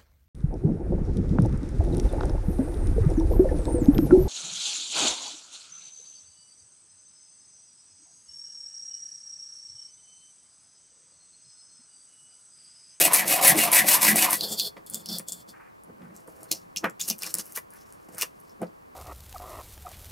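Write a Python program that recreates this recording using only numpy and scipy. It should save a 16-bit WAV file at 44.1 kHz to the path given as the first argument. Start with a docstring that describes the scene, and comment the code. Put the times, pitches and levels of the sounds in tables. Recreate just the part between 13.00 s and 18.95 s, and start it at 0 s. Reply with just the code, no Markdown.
"""A bare hacksaw blade cuts a copper winding on an iron core: bursts of tiny tooth catches make
the rasp and ring the blade, the core and the table it stands on. Then the blade slides loosely in
the slot as hissing noise, and fingers crackle the paper wrap as uneven catches. Wire and paper snap
as a tick and a short ring, and the core bumps the table. Each sound rings in a small furnished room
with faint, nearly steady house noise, as heard by a phone close by."""
import sys
import numpy as np
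from scipy import signal
from scipy.fft import rfft, irfft
from scipy.io import wavfile
from scipy.ndimage import uniform_filter1d

SR = 44100
rng = np.random.default_rng(int(sys.argv[2]) if len(sys.argv) > 2 else 0)


def put_to_file(sound):
    """Save the sound as 16-bit audio at rate SR, in the file named by the first command-line argument."""
    columns = np.atleast_2d(sound).T  # one column per channel
    safe = np.clip(columns, -1, 1)
    whole_steps = np.round(safe * 32767)
    wavfile.write(sys.argv[1], SR, whole_steps.astype(np.int16))


N = 262395  # length [samples]
TIMES = np.arange(0, N + 16, 16) / SR  # moments at which gestures are worked out [s]
LINGER = 0.7  # the heavy table follows a gesture more slowly: share of its dB slope

# ringing tones of the saw blade: (frequency [Hz], width [Hz], level [dB])
BLADE_MODES = [(1676, 54, 4), (1806, 55, 2), (1963.5, 35, 11.5), (2216, 230, 5.5), (2250, 410, -2),
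               (2540, 50, -1), (2563, 50, -4.5), (2800, 36, 5.5), (2910, 64, 1.5)]
# ringing tones of the iron core: (frequency [Hz], width [Hz], level [dB])
CORE_MODES = [(562, 23, 2), (630, 44, 2.5), (701, 22, 0), (747, 35, 2), (884, 63, -4.5), (996, 82, 6),
              (1084, 33, -6.5), (1163, 60, -2), (1350, 51, -10), (1420, 61, -8.5), (1800, 150, 9.5)]
# ringing tones of the table: (frequency [Hz], width [Hz], level [dB])
TABLE_MODES = [(105, 24, -25.5), (149, 14, -12.5), (180, 12, 11.5), (212, 9.4, 7), (318, 29, 5),
               (420, 60, 3), (503, 40, 6.5), (637, 28, 5)]
# ringing tones of loose wire ends: (frequency [Hz], width [Hz], level [dB])
WIRE_MODES = [(2520, 150, -2), (2800, 110, -2.5), (3500, 88, 0.5), (4300, 250, 4), (4800, 140, 1),
              (5350, 250, 1), (5500, 300, -3.5), (6020, 440, 0.5), (6800, 390, 2), (7600, 450, -1),
              (8600, 500, 1), (9700, 890, 1.5), (10800, 1000, 4), (12200, 900, 1.5)]
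# tone colour of crackling paper: (frequency [Hz], level [dB])
PAPER_COLOUR = [(1060, -32.5), (1800, -16), (2090, -14), (2940, 4), (3380, -9.5), (5480, 4.5), (7500, 1),
                (11100, 4), (15500, -2.5), (16500, -23)]
# tone colour of scraping: (frequency [Hz], level [dB])
SCRAPE_COLOUR = [(500, -8), (900, 9.5), (1500, 12.5), (2400, 4), (3400, -17), (5000, -100)]
# wire and paper snap: (time [s], peak [dB], pitch [Hz], ring against the tick [dB])
SNAPS = [(1.409, -15.5, 4350, 0.5), (1.5978, -6.5, 4570, -4.5), (1.8636, -31, 11600, -7),
         (1.8726, -43, 11500, -9), (1.8992, -25, 9800, -2), (1.937, -23.5, 8600, -3),
         (1.945, -11, 7600, -10), (2.0592, -18.5, 5100, -8), (2.088, -20, 5560, -4),
         (2.1853, -14.5, 9700, -7.5), (2.285, -22.5, 7550, 3.5), (2.3218, -21, 7930, 1.5),
         (2.8365, -43, 10600, -2), (3.1644, -33, 7600, -10), (3.276, -40, 9240, -1.5),
         (3.4319, -30, 9370, -8), (3.5161, -3, 5200, -19), (3.7618, -17, 2800, -6), (3.7709, -23, 6050, 6),
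         (3.843, -23.5, 2520, -3.5), (3.898, -32.5, 7530, -6), (4.005, -15.5, 3500, -11),
         (4.013, -20, 6800, 1), (4.0374, -28, 5340, -0.5), (4.0798, -21, 10800, -3),
         (4.1005, -6.5, 5770, -5), (4.111, -33, 2800, -14), (4.1832, -33, 12200, 0),
         (4.19, -26.5, 8700, -10), (4.2217, -16.5, 5700, -8), (4.2336, -14, 2520, -17),
         (4.2652, -14, 5300, -10), (4.3416, -7.5, 9000, -11.5), (4.3854, -12, 6900, -27),
         (4.457, -30, 10100, -11), (4.4646, -34, 11800, -7), (4.523, -27.5, 12300, -8),
         (4.562, -18, 12200, -7), (4.575, -16.5, 11600, -17), (4.7052, -42, 10500, -1),
         (4.737, -32.5, 9800, -22), (4.8127, -43.5, 5550, -8), (4.925, -32, 8100, -18),
         (5.148, -31, 8700, -12), (5.1826, -20.5, 11600, -14), (5.2126, -9, 2500, -21),
         (5.2289, -15, 2580, -25), (5.402, -43, 10800, -1), (5.4957, -42, 5350, -6),
         (5.617, -36.5, 9700, -1), (5.669, -50, 4800, -1)]


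def undb(db):
    """Turn decibels into a gain."""
    return 10 ** (np.asarray(db) / 20)


def unit(x):
    """Scale a sound to an average (RMS) level of 1."""
    return x / np.sqrt(np.mean(x ** 2))


def cut(x, hz, kind):
    """Gentle low- or high-pass."""
    return signal.sosfilt(signal.butter(2, hz, kind, fs=SR, output="sos"), x)


def colour(x, points, share=1):
    """Filter whose gain follows (Hz, dB) points and which never sounds ahead of its input."""
    hz, db = np.transpose(points)
    bin_hz = np.arange(1025) * SR / 2048
    gain_db = np.interp(np.log(bin_hz + 1), np.log(hz), share * db)
    # folding the cepstrum puts the filter's energy as early as possible
    cepstrum = irfft(gain_db * np.log(10) / 20)
    cepstrum[1:1024] *= 2
    cepstrum[1025:] = 0
    response = irfft(np.exp(rfft(cepstrum)))
    return signal.fftconvolve(x, response)[:len(x)]


def ring(x, hz, width):
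    """One resonance, gain 1 at its centre."""
    return signal.lfilter(*signal.iirpeak(hz, hz / width, SR), x)


def walk(rate):
    """Random levels, a new one every 1 / rate seconds with smooth slopes between; spread near 1."""
    step = int(SR / rate)
    held = np.repeat(rng.standard_normal(N // step + 1), step)
    return 1.31 * uniform_filter1d(held, step)[:N]


def grit(per_s, spread_db, burst_db, burst_rate):
    """Tiny random catches of uneven size that come in bursts."""
    hit = rng.random(N) < per_s / SR
    size = undb(spread_db * rng.exponential(size=N)) * rng.standard_normal(N)
    return unit(hit * size * undb(burst_db * walk(burst_rate)))


def body(drive, modes, patchy_db, pitch, reach):
    """Modes of a solid that swell each alone; those near the given pitch ring most."""
    out, power = 0, 0
    for hz, width, db in modes:
        near = undb(db) / (1 + (np.log(hz / pitch) / reach) ** 2)
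        patches = undb(patchy_db * walk(30)) if patchy_db else 1
        out = out + near * patches * unit(ring(drive, hz, width))
        power = power + near ** 2
    return out / np.sqrt(power)


def swell(s, rise, hold, fall):
    """Envelope in dB: up 30 dB in rise, level from s for hold, down 30 dB in fall."""
    before = (s - TIMES) / max(rise, .001)
    after = (TIMES - s - abs(hold)) / max(fall, .001)
    return -30 * np.maximum(np.maximum(before, after), 0)


def mix(shapes, db):
    """Level of overlapping gestures, added as powers, as a gain at every sample."""
    power = sum(undb(np.maximum(2 * (shape + d), -400)) for shape, d in zip(shapes, db))
    return np.interp(np.arange(N) / SR, TIMES, np.sqrt(power))


def nearest(times, values):
    """At every sample the value of the gesture closest in time, with soft steps."""
    halfway = (times[1:] + times[:-1]) / 2
    at = np.searchsorted(halfway, np.arange(N) / SR)
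    return uniform_filter1d(values[at], size=400)


def place(out_len, s, db, sound):
    """The sound with the given peak level, starting at s."""
    at = int(s * SR)
    scaled = sound * undb(db) / np.abs(sound).max()
    return np.pad(scaled, (at, max(out_len - at - len(sound), 0)))[:out_len]


def air():
    """Distant, nearly steady noise of the house, wide between the channels."""
    # tone colour of the house noise: (frequency [Hz], level [dB])
    air_colour = [(15, -28), (25, -4), (103, 3.5), (163, 3), (470, -3.5), (651, -7), (1150, -2.5),
                  (1320, -8), (3700, -21), (4480, -18.5), (6040, -21.5), (10700, -21.5), (15200, -23.5),
                  (16500, -25)]
    # width of the house noise: (frequency [Hz], side minus mid [dB])
    air_side = [(60, -17.5), (110, -10), (200, 3.5), (380, 12.5), (700, 14), (1290, 8.5), (2380, 7.5),
                (4400, -8), (8120, -5.5), (15000, 0)]
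    mid = unit(colour(rng.standard_normal(N) * undb(.8 * walk(1.5)), air_colour))
    side = colour(unit(colour(rng.standard_normal(N), air_colour)), air_side)
    return undb(-59.5) * np.array([mid + side, mid - side])


def room(x):
    """A short, dense echo tail of fading noise, with its own mid and side."""
    # tone colour of the echo tail: (frequency [Hz], level [dB])
    room_colour = [(60, -10), (300, -5), (1200, -5), (4000, -5), (15000, -6)]
    # width of the echo tail: (frequency [Hz], side minus mid [dB])
    room_side = [(60, 0), (300, 4.5), (1000, 8.5), (2200, 6), (4000, -18), (5500, -16), (8500, -4.5),
                 (13000, 10)]
    level_db, t60_s = -13, .17  # t60: time to fade by 60 dB
    t = np.arange(SR // 2) / SR
    tails = rng.standard_normal((2, len(t))) * 10 ** (-3 * t / t60_s) * (t > .002)
    mid, side = (colour(signal.fftconvolve(x, h / np.linalg.norm(h))[:N], room_colour) for h in tails)
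    side = colour(side, room_side)
    return undb(level_db) * np.array([mid + side, mid - side])


def bumps():
    """A soft push rings the table; the harder edge of the blow rings core and blade."""
    # bumps of the core on the table: (time [s], thud peak [dB], table pitch [Hz], knock peak [dB])
    bump_rows = [(1.767, -66, 356, -36), (2.198, -35, 231, -36.5), (2.884, -47, 166, -64),
                 (2.898, -38.5, 151, -64), (3.019, -56, 172, -47), (3.278, -37.5, 420, -59.5),
                 (3.427, -43, 534, -64), (3.842, -28, 318, -16.5), (4.105, -32.5, 185, -46),
                 (4.269, -45, 406, -32.5), (4.346, -40, 303, -45), (4.574, -40, 673, -25.5),
                 (5.086, -40.5, 180, -48), (5.144, -40, 412, -48.5), (5.228, -32.5, 560, -23.5),
                 (5.618, -23, 307, -44), (5.629, -22, 617, -37.5)]
    thud_t60_s, knock_t60_s = 0.31, 0.098  # extra fade by 60 dB
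    t, out = np.arange(8192) / SR, np.zeros(N)
    noise = rng.standard_normal((len(bump_rows), len(t)))
    for (s, db, pitch, knock_db), n in zip(bump_rows, noise):
        push = cut(cut(n * np.exp(-t / 0.0061), 946, "low"), 190, "high")
        thud = body(push, TABLE_MODES, 0, pitch, reach=0.53)
        edge = cut(n * np.exp(-t / 0.011), 3800, "low")
        knock = body(edge, CORE_MODES + BLADE_MODES, 0, 1200, reach=0.2)
        out += place(N, s, db, thud * 10 ** (-3 * t / thud_t60_s))
        out += place(N, s, knock_db, knock * 10 ** (-3 * t / knock_t60_s))
    return out


def snaps():
    """A hard tick, then a short ring of the wire that let go."""
    # a tooth snags a wire end: (time [s], peak [dB])
    snags = [(0.134, -1), (0.147, -5), (0.1614, -7.5), (0.2798, -11.5), (0.4277, -14), (0.4477, -2.5),
             (0.4716, 4), (0.479, 5.5), (0.4968, -2), (0.5107, -19), (0.5562, -20.5), (0.7176, -6),
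             (0.73, -8.5), (0.7463, -5.5), (0.7676, -7.5), (0.7886, -7), (1.0205, -8), (1.037, -9.5),
             (1.1589, -5), (1.3077, -7)]
    snag_hz, snag_ring_db, ring_t60_s = 11000, -4, 0.052
    t, out = np.arange(8192) / SR, np.zeros(N)
    rows = [(s, db, snag_hz, snag_ring_db) for s, db in snags] + SNAPS
    noise = rng.standard_normal((len(rows), len(t)))
    for (s, db, hz, ring_db), n in zip(rows, noise):
        tick = colour(2 * (t == 0) + n * np.exp(-t / 0.00027), PAPER_COLOUR)
        tick = cut(tick, 0.56 * hz, "high")
        tick = cut(tick, 0.56 * hz, "high")  # thin wires click thin
        push = n + 9 * (t == 0)  # the release itself, then rattling
        wire = body(ring(push, hz, 0.59 * hz), WIRE_MODES, 0, hz, reach=0.048)
        wire = cut(wire, 3000, "high") * 10 ** (-3 * t / ring_t60_s)
        out += place(N, s, db, tick) + place(N, s, db + ring_db, wire)
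    return out


def drag():
    """The heavy core smooths light catches into a dull noise."""
    return cut(rng.standard_normal(N), 1000, "low")


def fingers():
    """Paper crackles unevenly; skin scrapes on the core and pushes it against the table."""
    # fingers work the paper wrap; rise and fall are times for 30 dB: (time [s], rise [s], hold [s],
    # fall [s], crackle [dB], scrape [dB], table [dB], table pitch [Hz])
    finger_rows = [(2.539, .06, .15, .08, -80.5, -56.5, -78.5, 250),
                   (2.895, 0.067, .002, 0.21, -81.5, -70, -49.5, 188),
                   (3.019, 0.055, 0.028, 0.19, -71, -57, -47, 181),
                   (3.154, .025, 0.0021, 0.17, -56.5, -61, -60, 265),
                   (3.3, 0.14, .002, .2, -63.5, -68, -56.5, 390),
                   (3.428, 0.19, .002, 0.18, -58, -59, -57.5, 393),
                   (3.514, 0.0022, .001, 0.014, -18.5, -50, -35, 372),
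                   (3.53, 0.04, .002, 0.085, -39, -71, -46, 343),
                   (3.634, 0.052, 0.026, .06, -68.5, -82, -62, 200),
                   (3.765, .008, 0.0083, 0.058, -41, -74, -53, 192),
                   (3.843, 0.012, 0.00085, 0.056, -40, -22, -26.5, 320),
                   (3.997, 0.0033, 0.021, .05, -37, -54, -61.5, 201),
                   (4.024, .02, 0.051, .03, -43, -69, -54, 195),
                   (4.086, 0.028, .001, 0.037, -29, -50, -46, 282),
                   (4.1, .004, 0.00093, 0.055, -32.5, -55, -36, 190),
                   (4.224, 0.052, 0.071, 0.09, -38.5, -51.5, -54.5, 320),
                   (4.341, 0.0045, .002, 0.046, -37, -42, -65, 298),
                   (4.396, 0.07, 0.0017, 0.036, -34, -50, -46.5, 290),
                   (4.487, 0.26, 0.037, .05, -52, -63, -63, 280),
                   (4.566, 0.027, 0.0017, 0.041, -30, -42.5, -65, 520),
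                   (4.732, 0.048, .002, .6, -59, -60.5, -80, 295),
                   (4.934, .065, .002, 0.084, -62, -71, -69, 270),
                   (5.14, 0.19, .03, 0.033, -61.5, -62.5, -58, 350),
                   (5.182, .004, .002, 0.039, -33, -43, -57, 400),
                   (5.223, 0.066, .002, 0.042, -27.5, -35, -51, 430),
                   (5.452, 0.43, 0.066, 0.084, -68, -85.5, -67, 250),
                   (5.624, 0.025, 0.0014, .062, -53, -51, -33, 283)]
    s, _, _, _, crackle_db, scrape_db, table_db, table_hz = np.transpose(finger_rows)
    shapes = [swell(*row[:4]) for row in finger_rows]
    creases = grit(12000, 1.5, 3.0, 120)
    # the crackle also rings the wire, most near the pitch of the snap nearest in time
    snap_s, snap_hz = np.transpose(SNAPS)[[0, 2]]
    wire = body(cut(creases, 2310, "high"), WIRE_MODES, 3.95, nearest(snap_s, snap_hz), reach=0.25)
    paper = undb(-4.5) * unit(colour(creases, PAPER_COLOUR))
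    crackle = mix(shapes, crackle_db) * (paper + undb(-8.5) * wire)
    scrape = mix(shapes, scrape_db) * unit(colour(grit(6000, 1.5, 2.8, 60), SCRAPE_COLOUR))
    table = body(drag(), TABLE_MODES, 1.0, nearest(s, table_hz), reach=0.43)
    return crackle + scrape + mix([LINGER * e for e in shapes], table_db) * table


def slides():
    """The blade hisses in the slot, the slot squeaks, the table rumbles below."""
    # loose slides of the blade; rise and fall are times for 30 dB: (time [s], rise [s], hold [s],
    # fall [s], hiss [dB], table [dB], squeak pitch [Hz], table pitch [Hz])
    slide_rows = [(1.441, 0.11, .002, 0.05, -33.5, -37.5, 4300, 387),
                  (1.525, .12, .005, 0.068, -32.5, -37.5, 6700, 300),
                  (1.596, 0.045, 0.00081, 0.02, -27.5, -45.5, 4800, 300),
                  (1.616, 0.022, 0.064, 0.027, -37.5, -48, 4330, 400),
                  (1.769, 0.0073, .001, 0.059, -63, -46.5, 6000, 380),
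                  (1.866, 0.0043, .001, 0.063, -50, -63, 7300, 230),
                  (1.946, 0.055, .002, .12, -42, -43, 7600, 203),
                  (2.098, 0.044, 0.068, 0.074, -41, -41.5, 5030, 219),
                  (2.288, 0.022, 0.0096, 0.025, -38.5, -54, 7600, 317),
                  (2.321, .015, 0.0049, 0.053, -43.5, -55, 8100, 350),
                  (2.336, .02, .08, 0.033, -56, -57.5, 7500, 262),
                  (2.489, 0.03, 0.018, 0.037, -54.5, -56, 6230, 239)]
    # tone colour of the sliding blade: (frequency [Hz], level [dB])
    slide_colour = [(1760, -46.5), (3000, -9), (3530, 10), (3770, -13), (4410, 4.5), (6210, -10.5),
                    (7160, -4.5), (13600, 0), (15600, -5.5), (16500, -48)]
    # the slot in the winding rings when rubbed: (frequency [Hz], width [Hz], level [dB])
    winding_modes = [(4200, 450, 0), (4750, 500, -1), (5400, 600, -2), (6200, 800, -2), (7200, 900, 0),
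                     (8300, 900, -1)]
    s, _, _, _, hiss_db, table_db, squeak_hz, table_hz = np.transpose(slide_rows)
    shapes = [swell(*row[:4]) for row in slide_rows]
    catches = grit(15000, 1.3, 1.5, 90)
    squeak = body(catches, winding_modes, 0.93, nearest(s, squeak_hz), reach=.1)
    hiss = unit(colour(catches, slide_colour)) + undb(-0.5) * colour(squeak, slide_colour)
    rumble = body(drag(), TABLE_MODES, 0.92, nearest(s, table_hz), reach=0.63)
    below = rumble + undb(-17.5) * unit(colour(catches, SCRAPE_COLOUR))
    return mix(shapes, hiss_db) * hiss + mix([LINGER * e for e in shapes], table_db) * below


def sawing():
    """Each tooth tears chips off the copper; the tearing shakes blade, core and table."""
    # strokes, pull and push in turn: (start [s], length [s], rasp [dB], rasp change from start to
    # end [dB], blade [dB], core [dB], table [dB], core pitch in mid-stroke [Hz])
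    strokes = [(-0.04, 0.15, -20, -5, -31.5, -30, -27, 700),
               (0.105, .15, -22.5, -6, -24.5, -29, -36.5, 875),
               (0.242, 0.17, -23, -2, -30.5, -30.5, -31.5, 700),
               (0.392, 0.16, -19, 5, -20.5, -26, -28.5, 754),
               (0.541, 0.16, -21.5, 5, -27.5, -26.5, -24.5, 670),
               (0.701, 0.15, -19.5, -1.5, -19.5, -27.5, -35, 864),
               (0.838, 0.16, -18.5, 5, -31.5, -30, -34, 840), (0.985, 0.17, -21, 3.5, -22, -32, -29, 860),
               (1.133, 0.16, -20.5, 0, -28, -28, -28.5, 820),
               (1.275, 0.12, -25.5, 14, -33, -33.5, -34, 890)]
    # tone colour of the rasp: (frequency [Hz], level [dB])
    rasp_colour = [(400, -24.5), (1200, -8.5), (2000, -7), (3000, -10), (3400, -5.5), (6000, -5.5),
                   (9500, -2), (12700, 1), (15600, -7.5), (16500, -42.5)]
    # thin rings of teeth and torn wire ends: (frequency [Hz], width [Hz], level [dB])
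    chip_modes = [(7800, 700, -9.5), (8000, 290, -1.5), (9190, 540, 3.5), (10600, 450, -1.5),
                  (11600, 800, 0.5), (12800, 620, -1.5), (14000, 440, 0.5)]
    # blade pitch, a row for a pull and one for a push: (start [Hz], middle [Hz], end [Hz])
    blade_hz = [(1860, 2720, 2020), (2250, 2300, 1510)]
    # table pitch, a row for a pull and one for a push: (start [Hz], middle [Hz], end [Hz])
    table_hz = [(290, 314, 280), (280, 290, 235)]
    # all pairs below are (pull, push)
    bite_s, lift_s = (0.038, 0.031), (0.046, 0.053)  # teeth bite and let go: time for 30 dB
    core_glide = (0.51, -0.064)  # pitch change over a stroke, share

    start, length, rasp_db, lean_db, blade_db, core_db, table_db, core_hz = np.transpose(strokes)
    t, ways = np.arange(N) / SR, np.arange(len(strokes)) % 2  # way 0 is a pull, 1 a push
    bite = []
    for s, n, lean, w in zip(start, length, lean_db, ways):
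        hold = n - bite_s[w] - lift_s[w]
        tilt = lean * (np.clip((TIMES - s) / n, 0, 1) - .5)
        bite.append(swell(s + bite_s[w], bite_s[w], hold, lift_s[w]) + tilt)

    def hump(at, rise, fall):
        """One peak per stroke: place as a share of the stroke, slopes in strokes per 30 dB."""
        return [swell(s + at[w] * n, rise[w] * n, 0, fall[w] * n)
                for s, n, w in zip(start, length, ways)]

    knots = (start[:, None] + length[:, None] * np.array([.05, .5, .95])).ravel()

    def glide(hz):
        """Pitch at every sample, through the start, middle and end of each stroke."""
        return np.interp(t, knots, np.ravel(hz))

    core_path = core_hz[:, None] * (1 + np.outer(np.array(core_glide)[ways], [-.5, 0, .5]))
    teeth = grit(14000, 1.3, 2.2, 160)
    # each thin ring flares at random for a few milliseconds
    flares = sum(undb(db + 9.7 * walk(170)) * unit(ring(teeth, hz, width))
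                 for hz, width, db in chip_modes)
    rasp = mix(bite, rasp_db) * (unit(colour(teeth, rasp_colour)) + undb(-9.0) * unit(flares))
    blade = body(teeth, BLADE_MODES, 1.0, glide(np.array(blade_hz)[ways]), reach=0.095)
    core = body(teeth, CORE_MODES, 2.23, glide(core_path), reach=0.26)
    table = body(teeth, TABLE_MODES, 0.68, glide(np.array(table_hz)[ways]), reach=0.2)
    blade = blade * mix(hump(at=(0.54, 0.7), rise=(1.1, 0.86), fall=(0.82, 0.31)), blade_db)
    core = core * mix(hump(at=(0.78, 0.37), rise=(2.1, 2), fall=(0.61, 1.5)), core_db)
    table = table * mix(hump(at=(.12, .85), rise=(0.35, 1.5), fall=(1.5, .6)), table_db)
    # the ringing fades once the last stroke lets go
    cutting = mix([swell(0, 1, start[-1] + length[-1] - lift_s[1], lift_s[1])], [0])
    return rasp + cutting * (blade + core + table)


def scene():
    """Add up the close sounds, then their wall echo, the room and the house noise."""
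    # stereo lean of the close sounds: (frequency [Hz], left minus right [dB])
    left_lift = [(100, 0), (4000, 0), (8000, 1.1), (13000, 2)]
    wall_s, wall_db, wall_hz = .0103, -8, 1500
    bass_hz = 104
    near = sawing() + slides() + fingers() + snaps() + bumps()
    # a small hard surface close by sends one clear echo of the treble
    echo = np.pad(cut(near, wall_hz, "high"), (int(wall_s * SR), 0))[:N]
    near = near + undb(wall_db) * echo
    near = cut(near, bass_hz, "high")  # the phone hears no deep bass
    direct = np.array([colour(near, left_lift, share=.5), colour(near, left_lift, share=-.5)])
    return direct + room(near) + air()


def record(dry):
    """The phone rounds the loudest peaks and cuts the top above 15800 Hz."""
    rounded = .72 * np.tanh(dry / .72)
    return signal.sosfilt(signal.ellip(8, .2, 70, 15800, fs=SR, output="sos"), rounded)


dry = scene()
out = record(dry)
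put_to_file(out)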